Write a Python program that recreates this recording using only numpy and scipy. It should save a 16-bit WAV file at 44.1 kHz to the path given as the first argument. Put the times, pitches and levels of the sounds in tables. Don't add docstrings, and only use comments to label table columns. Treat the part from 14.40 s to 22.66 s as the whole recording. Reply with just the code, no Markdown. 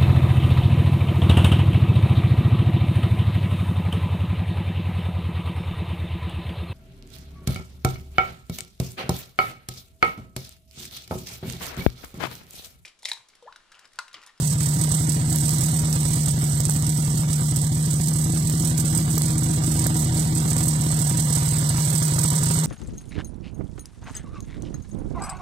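import sys
import numpy as np
from scipy import signal
from scipy.fft import rfft, irfft, next_fast_len
from scipy.io import wavfile
from scipy.ndimage import uniform_filter1d

SR = 44100
rng = np.random.default_rng(int(sys.argv[2]) if len(sys.argv) > 2 else 0)


def inscribe(sig):
    pcm = np.round(np.clip(np.atleast_2d(sig).T, -1, 1) * 32767)
    wavfile.write(sys.argv[1], SR, pcm.astype(np.int16))


def boost(x):
    u = np.asarray(x, float) / 20
    return 10 ** u


N = 364266

# (time [s], speed [turns/s])
SPEED = [(0.0, 37.902), (0.5, 38.797), (1.0, 38.575), (1.25, 38.992), (1.75, 38.613), (2.25, 37.467),
         (2.5, 38.36), (3.0, 38.116), (3.5, 38.779), (3.75, 38.959), (4.0, 39.456), (4.51, 39.795),
         (5.01, 39.079), (5.51, 39.454), (7.01, 38.454), (7.51, 38.65), (8.01, 39.239), (8.26, 39.949)]
# (time [s], exhaust side in view [dB], nearness to engine [dB], nearness to vents [dB])
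WALK = [(0.0, -3.5, 0.5, 0.5), (0.5, -0.5, 1, 0), (1.0, 1.5, 0.5, 1.5), (1.5, 0.5, 1.5, 0),
        (2.0, -1.5, -0.5, 1), (2.5, -0.5, -0.5, -1.5), (3.0, -1.5, 0, -1.5), (3.5, -1.5, -1, -2),
        (4.0, 3, -1, -1.5), (4.5, 2, 1, 0.5), (5.0, 4, 0.5, -1.5), (5.5, 5, 2, 0), (6.0, 4, 1.5, -1),
        (6.5, 2.5, 2, 0.5), (7.0, -2.5, 2.5, 0.5), (7.5, -4.5, 3, 2.5), (8.0, -6, 4, 0.5),
        (8.26, -4, 4, 2.5)]
# (first firing [s], firings [count], gap [s], thump level [dB])
FIRING_RUNS = [(0.4, 3, 0.206, -17.5), (0.686, 2, 0.23, -18.0), (1.123, 4, 0.103, -23.0),
               (1.563, 1, 0.0, -17.0), (1.764, 3, 0.107, -23.0), (2.024, 1, 0.0, -18.0),
               (2.136, 2, 0.13, -22.0), (2.43, 4, 0.155, -23.0), (2.478, 1, 0.0, -21.5),
               (2.789, 1, 0.0, -19.0), (3.235, 2, 0.086, -19.0), (3.367, 2, 0.105, -22.0),
               (3.597, 3, 0.079, -25.0), (3.853, 2, 0.08, -25.0), (4.235, 3, 0.075, -23.0),
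               (4.586, 3, 0.151, -24.5), (4.84, 1, 0.0, -16.5), (5.018, 3, 0.077, -23.5),
               (5.275, 4, 0.076, -23.5), (5.459, 1, 0.0, -20.5), (5.554, 5, 0.102, -23.5),
               (6.116, 2, 0.048, -23.5), (6.269, 3, 0.129, -24.5), (6.606, 3, 0.18, -23.0),
               (7.017, 3, 0.105, -19.5), (7.304, 1, 0.0, -17.5), (7.385, 3, 0.233, -22.0),
               (7.717, 2, 0.08, -19.0), (7.925, 1, 0.0, -18.0), (8.026, 3, 0.078, -21.5),
               (0.108, 1, 0, -28), (0.27, 1, 0, -21), (0.758, 1, 0, -28), (1.703, 1, 0, -21),
                (4.44, 2, 0.125, -31), (4.133, 1, 0, -20), (5.058, 1, 0, -23), (5.696, 1, 0, -22),
                (7.075, 2, 0.098, -26), (7.538, 1, 0, -20), (0.027, 1, 0.0, -22.0),
                (0.159, 2, 0.046, -21.0), (0.357, 2, 0.162, -22.0), (0.872, 1, 0.0, -32.0),
                (1.035, 2, 0.153, -19.0), (1.657, 1, 0.0, -26.0), (1.942, 1, 0.0, -26.0),
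                (2.207, 2, 0.159, -23.0), (2.68, 1, 0.0, -24.0), (3.017, 1, 0.0, -20.5),
                (3.126, 2, 0.048, -19.5), (3.541, 1, 0.0, -24.0), (3.894, 3, 0.151, -21.0),
                (4.525, 2, 0.15, -19.0), (4.956, 1, 0.0, -23.0), (5.236, 2, 0.156, -21.0),
                (5.719, 1, 0.0, -26.0), (5.924, 2, 0.129, -21.0), (6.207, 1, 0.0, -19.5),
                (6.461, 1, 0.0, -29.0), (6.701, 2, 0.041, -20.0), (6.904, 1, 0.0, -22.0),
                (7.341, 2, 0.135, -18.0), (7.759, 1, 0.0, -20.0), (8.066, 2, 0.179, -22.5)]
# (crank order, level [dB], lag [cycles])
LOW_ORDERS = [(2, -15.5, 0.079), (3, -23, 0.71), (4, 0, 0.44), (5, -31, 0.86)]
UPPER_ORDERS = [(6, 5, 0.39), (7, -50, 0.78), (8, -3, 0.54)]
# (crank order, level [dB], lag [cycles])
THUMP_ORDERS = [(2, -33, 0.036), (2.5, -22, 0.23), (3, 6.5, 0.5), (3.5, -15, 0.5)]
CRACK_ORDERS = [(6, 8, 0.69), (7, 5, 0.92), (8, -26, 0.25), (9, -2.5, 0.5)]
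# (centre [Hz], width [Hz], level [dB])
PANELS = [(738, 50, 0), (964, 42, 4), (1189, 20, -3)]
PANEL_PER_VIEW = [1.1, 0., 0.]
PANEL_PER_NEAR = [0., 1.8, 0.]
# (time [s], depth [dB], length [s])
LULLS = [(0.175, -13, 0.064), (0.481, -6, 0.022), (0.674, -8, 0.041), (0.86, -10, 0.17), (1.44, -9, 0.019),
         (1.857, -18, 0.014), (1.987, -10.5, 0.12), (2.23, -22, 0.014), (2.278, -39, 0.008),
         (2.425, -21, 0.012), (2.872, -10, 0.065), (3.135, -14, 0.022), (3.31, -11, 0.054),
         (3.71, -11, 0.011), (4.158, -2, 0.047), (4.357, -13, 0.046), (4.44, -18, 0.015), (4.676, -7, 0.06),
         (4.814, -8, 0.016), (4.968, -35, 0.015), (5.212, -14, 0.027), (5.535, -11, 0.093),
         (5.712, -10, 0.091), (5.93, -5, 0.1), (6.16, -4, 0.013), (6.392, -9, 0.067), (6.566, -5, 0.022),
         (6.756, -4, 0.049), (7.354, -8, 0.029), (8.225, -12, 0.014)]
# (first turn [s], last turn [s], level [dB])
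BURSTS = [(.07, .13, 6.5), (.2, .29, 7.5), (.35, .36, 7), (.39, .445, 9), (.51, .575, 6), (.69, .75, 8.5),
          (.9, .985, 1), (1.07, 1.14, 6), (1.19, 1.24, 6), (1.34, 1.395, 2.5), (1.47, 1.53, 2.5),
          (1.73, 1.76, 5), (1.86, 1.91, 6), (2.04, 2.07, -2), (2.3, 2.355, 8), (2.465, 2.495, 7),
          (2.78, 2.81, 9.5), (2.91, 2.94, 7.5), (3.165, 3.26, 7.5), (3.51, 3.535, 5.5), (3.61, 3.69, 8.5),
          (3.73, 3.85, 9.5), (3.925, 3.97, 7.5), (4.075, 4.125, 6.5), (4.2, 4.28, 8.5), (4.375, 4.405, 9),
          (4.45, 4.48, 1), (4.55, 4.61, 7), (4.7, 4.78, 5.5), (4.855, 4.91, 6.5), (4.98, 4.99, 10.5),
          (5.035, 5.045, 5), (5.11, 5.14, 5.5), (5.235, 5.315, 3), (5.385, 5.47, 5.5), (5.57, 5.62, 8),
          (5.77, 5.8, 7.5), (5.95, 5.98, 10.5), (6.075, 6.135, 10.5), (6.185, 6.28, 9), (6.41, 6.42, 10.5),
          (6.51, 6.52, 7), (6.59, 6.7, 7.5), (6.775, 6.805, 10), (6.895, 6.99, 10.5), (7.05, 7.165, 7),
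          (7.285, 7.295, 2), (7.37, 7.53, 5), (7.555, 7.68, 6.5), (7.785, 7.835, 11), (7.885, 7.905, 11),
          (7.96, 7.99, 10), (8.04, 8.115, 8.5), (8.14, 8.195, 5)]
# (time [s], peak [dB])
RAPS = [(0.229, -13), (0.258, -14), (0.387, -10), (0.4125, -4), (0.692, -6), (0.7183, -14), (0.8989, -15),
        (0.9258, 0), (1.2077, -11), (1.3897, -5), (1.5269, -16), (1.857, -11), (1.8807, -13), (2.4663, -6),
        (2.4922, -7), (3.1604, 1), (3.6094, -18), (3.7309, -14), (3.921, -6), (4.0726, -10), (4.0971, -9),
        (4.1225, -22), (4.247, -25), (4.3728, -12), (4.449, -17), (4.549, -16), (4.7534, -16), (4.778, -8),
        (4.9044, -15), (4.9793, -20), (5.44, -23), (5.466, -5), (5.9474, -19), (6.13, -15), (6.2292, -19),
        (6.5127, -22), (6.59, -5), (6.7713, -7), (6.9237, -15), (7.2896, -11), (7.5272, -12), (7.6243, -10),
        (7.786, -19), (7.9024, -15), (8.057, -3), (8.11, -11), (8.188, -16), (8.2357, -14)]
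# (time [s], peak [dB], casing knock [dB], lighter snap one turn before [dB])
SNAPS = [(0.4139, -8, -49, -20), (0.7201, -10, -43, -20), (0.9599, -3, -44, -20), (0.9857, -6, -44, -20),
         (1.0933, -9, -45, -20), (1.2081, -9, -37, -20), (1.5284, -7, -42, -20), (1.7346, -10, -45, -20),
         (1.8829, -10, -43, -20), (2.2044, -5, -35, -20), (2.2538, -5, -48, -20), (2.2972, -5, -31, -20),
         (2.3241, -10, -42, -20), (2.4245, -7, -45, -20), (2.4934, -13, -45, -20), (3.6733, -7, -41, -20),
         (4.0985, -8, -36, -20), (4.3781, -8, -42, -20), (4.7805, -2, -28, -12), (4.82, -1, -36, -20),
         (5.4682, -6, -29, -10), (6.1669, -8, -31, -20), (6.5918, -11, -38, -20), (6.9285, -7, -39, -20),
         (7.5294, -12, -34, -20), (7.6259, -15, -33, -20), (7.7876, -14, -30, -20),
         (7.9032, -4.5, -36.5, -20), (8.1135, -11, -30, -20), (8.2372, -10, -33, -20)]
# (frequency [Hz], gain [dB])
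LEFT_RESPONSE = [(350, 14), (500, 5.5), (720, 1), (960, 1), (1200, -1), (2000, -5), (2500, -3.5),
                 (3500, -6), (5000, -0.5), (8000, 1.5), (10000, 2), (11000, -3), (13000, -2.5),
                 (15700, -34)]
RIGHT_RESPONSE = [(350, 8.5), (500, 6), (720, 0), (960, -5.5), (1200, 1.9), (2000, -3.5), (2500, -17),
                  (3200, -6.5), (4200, 3), (5500, 7.5), (10300, 7.5), (11000, 4.5), (13000, 11.5),
                  (15700, 2.5)]
# (frequency [Hz], likeness [0..1])
LIKENESS = [(400, 0.91), (1200, 0.93), (2500, 0.086), (4000, 0.87), (6000, 0.016)]
# (frequency [Hz], threshold against usual level [dB])
THINNING = [(700, -25), (1100, -7), (1600, -3), (2200, -8), (2350, 5), (2700, 5), (2870, -7), (3100, -2),
            (3350, -8), (4700, -6), (7000, -8), (9300, -8), (10400, -1), (11200, 2), (12000, -4),
            (13300, -2), (15500, -2)]

T = np.arange(N) / SR
LONG = next_fast_len(N)
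TURN_S = 0.0256
EDGE_HZ, EDGE_STEEP = 15900, 200
EVEN_TURNS = np.cumsum(np.interp(T, *np.transpose(SPEED))) / SR


def evened(x):
    return x / np.sqrt(np.mean(x ** 2) + 1e-20)


def read(points, hz):
    f, value = np.transpose(points)
    return np.interp(np.log(hz + 1), np.log(f + 1), value)


def column(rows, index):
    return np.interp(T, [r[0] for r in rows], [r[index] for r in rows])


def clicks(times_s, sizes):
    train = np.zeros(N)
    train[(np.asarray(times_s) * SR).astype(int)] = sizes
    return train


def shaped(x, gain):
    return irfft(rfft(x, LONG) * gain(np.fft.rfftfreq(LONG, 1 / SR)), LONG)[..., :N]


def edge(hz, corner_hz, steep):
    return 1 / np.sqrt(1 + ((hz + 1e-3) / corner_hz) ** (2 * steep))


def peak(hz, centre_hz, width_hz):
    return 1 / np.sqrt(1 + (2 * (hz - centre_hz) / width_hz) ** 2)


def drift(rate_hz):
    return evened(shaped(rng.standard_normal(N), lambda hz: edge(hz, rate_hz, 2.02)))


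def air():
    hz = np.fft.rfftfreq(LONG, 1 / SR)
    same = np.clip(read(LIKENESS, hz), 0, 1)
    a, b = rfft(rng.standard_normal((2, N)), LONG)
    late = np.exp(-2j * np.pi * hz * 12 / SR)
    left = late * (same * a + np.sqrt(1 - same ** 2) * b)
    return irfft(np.array([left, a]), LONG)[:, :N]


def grit(per_s, spread_db):
    sizes = boost(spread_db * np.minimum(rng.exponential(1, N), 3.5))
    sizes *= rng.random(N) < per_s / SR
    return signal.oaconvolve(sizes, np.exp(-T[:200] / 0.0044))[:N]


def strokes():
    s, db = np.transpose([(s + k * gap_s, db)
                          for s, count, gap_s, db in FIRING_RUNS
                          for k in range(int(count))])
    turns = np.interp(s, T, EVEN_TURNS)
    angle = np.angle(np.exp(4j * np.pi * turns).sum()) / (4 * np.pi)
    angle += 0.5 * (np.cos(2 * np.pi * (turns - angle)).sum() < 0)
    halves, first = np.unique(np.round(2 * (turns - angle)), return_index=True)
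    usual_db, evened_share = -22, 0.5
    return angle, halves / 2, usual_db + evened_share * (db[first] - usual_db)


def firings():
    angle, turns, db = strokes()
    return np.interp(angle + turns, EVEN_TURNS, T), db


def after_firing(shape):
    s, thump_db = firings()
    return signal.oaconvolve(clicks(s, boost(thump_db + 22.5)), shape)[:N]


def swell(width_s, late_s):
    bell = np.exp(-0.5 * ((T[:SR // 10] - 0.05 - late_s) / width_s) ** 2)
    return np.roll(after_firing(bell), -SR // 20)


def crank(kick_turns_per_s=1.9, sag_s=0.07):
    surge = after_firing(kick_turns_per_s * np.exp(-T[:SR // 2] / sag_s))
    surge = np.roll(surge, -500)
    surge -= uniform_filter1d(surge, size=11000)
    return np.cumsum(column(SPEED, 1) + surge) / SR


def since_firing(turns):
    s, fired_turns = firings()[0], strokes()[1]
    return turns - fired_turns[np.searchsorted((s[1:] + s[:-1]) / 2, T)]


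def drag(cycles=0.07, build_s=0.012):
    t = T[:SR // 8] - 0.1
    shape = np.exp(np.minimum(t, 0) / build_s) / (1 + np.exp((t - 0.004) / 0.003))
    lag = signal.oaconvolve(clicks(firings()[0], 0.97), shape)[:N]
    return cycles * np.roll(lag, -SR // 10)


def knocks():
    s, knock_db = np.transpose(SNAPS)[[0, 2]]
    hits = clicks(s - 0.0043, boost(1.6 * (knock_db + 38.5)))
    thud = signal.oaconvolve(hits, np.exp(-T[:900] / 0.0032))[:N]
    return shaped(air() * thud, lambda hz: edge(hz, 1900, 6.3))


def snaps():
    s, peak_db, _, before_db = np.transpose(SNAPS)
    right = clicks(s, boost(peak_db)) + clicks(s - TURN_S, boost(peak_db + before_db))
    sides = np.array([boost(4.0) * right, right])
    decay = np.exp(-T[None, :400] / 0.00024)
    rattle = air() * signal.oaconvolve(sides, decay, axes=1)[:, :N]
    return shaped(sides + boost(1.5) * rattle,
                  lambda hz: (edge(hz, 11000, -0.16) + 0.89) * (1 - 0.46 * peak(hz, 8500, 1800)))


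def lulls():
    share, sink_share, catch_share, flutter_db = 0.4, 0.6, 0.23, 0.45
    t = T[::64]
    db = 0
    for s, depth_db, length_s in LULLS:
        width_s = length_s * np.where(t < s, sink_share, catch_share)
        db = db + share * depth_db * np.exp(-((t - s) / width_s) ** 2)
    return np.interp(T, t, db) + flutter_db * drift(20)


def opening(turns):
    s = np.transpose(RAPS)[0]
    phase = turns - 0.64
    at = np.interp(s, T, phase)
    return phase + np.interp(T, s, np.round(at) - at)


def bursts(phase):
    s = np.interp(np.arange(400) - 0.85, phase, T)
    puff_db, share, slack_s = -3, 0.65, TURN_S / 2
    runs = sum(db * (s > first - slack_s) * (s < last + slack_s) for first, last, db in BURSTS)
    return puff_db + share * runs


def raps():
    rap_db, rap_s, hush_share, hush_s = 12.5, 0.0042, 0.48, 0.01
    s, peak_db = np.transpose(RAPS)
    burst = signal.oaconvolve(clicks(s, boost(peak_db + rap_db)), np.exp(-T[:1500] / rap_s))[:N]
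    hits = clicks(np.r_[s, np.transpose(SNAPS)[0]], 0.96)
    hush = signal.oaconvolve(hits, np.exp(-T[:1500] / hush_s)[::-1])[1500:]
    return burst, 1 - np.clip(hush_share * np.pad(hush, (0, 1)), 0, 0.9)


def hiss(turns):
    phase = opening(turns)
    burst, hush = raps()
    turn_gain = boost(bursts(phase) + 1.2 * rng.standard_normal(400))
    strength = turn_gain[np.clip(phase + 1, 0, 399).astype(int)]
    puff = 1.37 * strength * np.exp(-((phase % 1 - 0.12) / 0.5) ** 2)
    puff = uniform_filter1d(puff, size=70)
    rattle = 0.92 + puff + 0.25 * grit(600, 2.2) * (0.3 + puff)
    body = air() * (hush * rattle + burst)
    body += shaped(air(), lambda hz: 1.34 * edge(hz, 10740, -12.0) + 3.35 * edge(hz, 3900, 2.23))
    return boost(-28.5 + column(WALK, 3) + lulls()) * evened(body)


def clatter(turns):
    view_db, near_db = column(WALK, 1), column(WALK, 2)
    knock = np.exp(-((2 * turns + 0.037) % 1)) * boost(11 * np.tanh(drift(38) / 2))
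    crack = after_firing(T[:1500] / 0.0017 * np.exp(1 - T[:1500] / 0.0027))
    body = air() * (1 + 0.5 * knock + 0.69 * crack + 0.44 * grit(200, 1.5))
    rings = 0
    for (f, width_hz, db), per_view, per_near in zip(PANELS, PANEL_PER_VIEW, PANEL_PER_NEAR):
        ring = shaped(body, lambda hz: peak(hz, f, width_hz) ** 2)
        rings = rings + boost(db + per_view * view_db + per_near * near_db) * ring
    body = evened(shaped(body + rings, lambda hz: edge(hz, 3000, 2.62)))
    dull = shaped(body, lambda hz: edge(hz, 880, 1.17))
    body += (boost(-4.5 + 0.087 * view_db) - 1) * dull
    return boost(-44 + near_db) * body / 0.95


def drone(turns, orders, wobble):
    total = 0
    for order, db, lag in orders:
        level = boost(db + 4.7 * wobble * drift(18))
        cycles = order * turns - lag + 0.33 * wobble * drift(23.0)
        total = total + level * np.cos(2 * np.pi * cycles)
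    return total


def upper_exhaust(turns):
    view_db = column(WALK, 1)
    ring = evened(shaped(rng.standard_normal((2, N)),
                         lambda hz: peak(hz, 334, 39) + 0.26 * peak(hz, 300, 50)))
    crack = swell(0.0058, -0.00098) * drone(since_firing(turns), CRACK_ORDERS, wobble=0.35)
    turns = T / TURN_S + uniform_filter1d(turns - T / TURN_S, size=500)
    blowdown, blowdown_s = 0.94, 0.06
    fresh = evened(1 + blowdown * after_firing(np.exp(-T[:SR // 4] / blowdown_s)))
    sixth = boost(-0.28 * view_db) * drone(turns, UPPER_ORDERS[:1], wobble=0.09)
    upper = evened(sixth + fresh * drone(turns, UPPER_ORDERS[1:], wobble=0.05))
    upper = upper + boost(-15) * ring + boost(-2 - 0.5 * view_db) * crack
    upper = shaped(upper, lambda hz: 1 + boost(4.5) * peak(hz, 317.9, 34) ** 2)
    upper = np.array([np.roll(upper[0], 7), upper[1]])
    return boost(-35.5 + view_db) * evened(upper)


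def low_exhaust(turns):
    view_db = column(WALK, 1)
    rumble = shaped(rng.standard_normal((3, N)),
                    lambda hz: edge(hz, 158, 1.48) * edge(hz, 31, -0.02))
    rumble = evened(rumble[0] + 1.5 * rumble[1:])
    rumble *= boost(-23 + 0.5 * view_db)
    pulse = drone(since_firing(turns), THUMP_ORDERS, wobble=0.2)
    thump = swell(0.0071, 0.0) * pulse * boost(0.15 * view_db)
    dragged = turns - drag()
    under = boost(1.13 * view_db) * drone(dragged, LOW_ORDERS[:2], wobble=0.3)
    low = under + drone(dragged, LOW_ORDERS[2:], wobble=0.18) + boost(-2.0) * thump + rumble
    return np.array([np.roll(low[0], 4) + 0.08 * np.roll(thump, 130), low[1]])


def microphones(hz):
    left = boost(read(LEFT_RESPONSE, hz))
    right = boost(read(RIGHT_RESPONSE, hz)) + boost(28.0) * peak(hz, 8153, 734) ** 1.442
    return np.array([left, right]) * edge(hz, 393, -2.5)


def scene():
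    turns = crank()
    steady = boost(-6.5) * shaped(hiss(turns),
                                lambda hz: edge(hz, EDGE_HZ, EDGE_STEEP) * edge(hz, 2640, -1.51))
    top = shaped(steady, lambda hz: edge(hz, 7000, -41.0))
    steady += (boost(-2.5 + 0.057 * column(WALK, 1)) - 1) * top
    ticks = boost(-15) * shaped(snaps(), lambda hz: edge(hz, 2600, -1.9)
                              * (0.05 + edge(hz, EDGE_HZ, EDGE_STEEP)))
    noise = boost(6.5) * clatter(turns) + steady + ticks + boost(-27.5) * knocks()
    upper = upper_exhaust(turns) * boost(np.array([[1.0], [-1.5]]))
    return boost(-21.0) * low_exhaust(turns) + upper + shaped(noise, microphones)


def limit_bass(x):
    bass = shaped(x, lambda hz: edge(hz, 278, 2.06) ** 2)
    envelope = abs(signal.hilbert(bass.mean(0), next_fast_len(N))[:N])
    level = uniform_filter1d(envelope, size=120)
    held = boost(-18.0) * bass / (level + boost(-39.5)) ** 1.095
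    return x - bass + shaped(held, lambda hz: edge(hz, 45.0, -1.0) * edge(hz, 330, 0.65))


def thin_out(x):
    hz, _, z = signal.stft(x, SR, nperseg=2048, noverlap=1536)
    paired = hz < 3300
    z[:, paired] = np.array([z[0] + z[1], z[0] - z[1]])[:, paired]
    power = abs(z) ** 2
    usual_db = 10 * np.log10(uniform_filter1d(power.mean(2), size=9, axis=1) + 1e-20)[..., None]
    lately = uniform_filter1d(uniform_filter1d(power, size=9, axis=1), size=70, axis=2)
    usual_db = np.where(hz[:, None] > 2100, 10 * np.log10(lately + 1e-20), usual_db)
    patches = rng.standard_normal((3, 129, z.shape[2])).repeat(8, axis=1)[:, :len(hz)]
    patches = evened(uniform_filter1d(patches[0] + 0.6 * patches[1:], size=5, axis=2))
    over_db = 20 * np.log10(abs(z) + 1e-12) - usual_db
    over_db = over_db - read(THINNING, hz)[:, None] - 6.5 * patches
    over_db[0] -= 4 * ~paired[:, None]
    over_db[1] += 5 * paired[:, None]
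    z = z / (1 + boost(-5 * np.clip(over_db, -30, 30)))
    z[:, paired] = np.array([z[0] + z[1], z[0] - z[1]])[:, paired] / 2
    return signal.istft(z, SR, nperseg=2048, noverlap=1536)[1][:, :N]


def round_peaks(x, knee=0.6, room=0.27):
    over = knee + room * np.tanh((abs(x) - knee) / room)
    return np.where(abs(x) > knee, np.sign(x) * over, x)


def band_limit(x):
    return signal.sosfilt(signal.butter(12, 16830, fs=SR, output="sos"), x)


def record(dry):
    out = round_peaks(thin_out(limit_bass(dry)))
    out = shaped(out, lambda hz: edge(hz, EDGE_HZ + 800, EDGE_STEEP))
    return band_limit(out)


dry = scene()
out = record(dry)
inscribe(out)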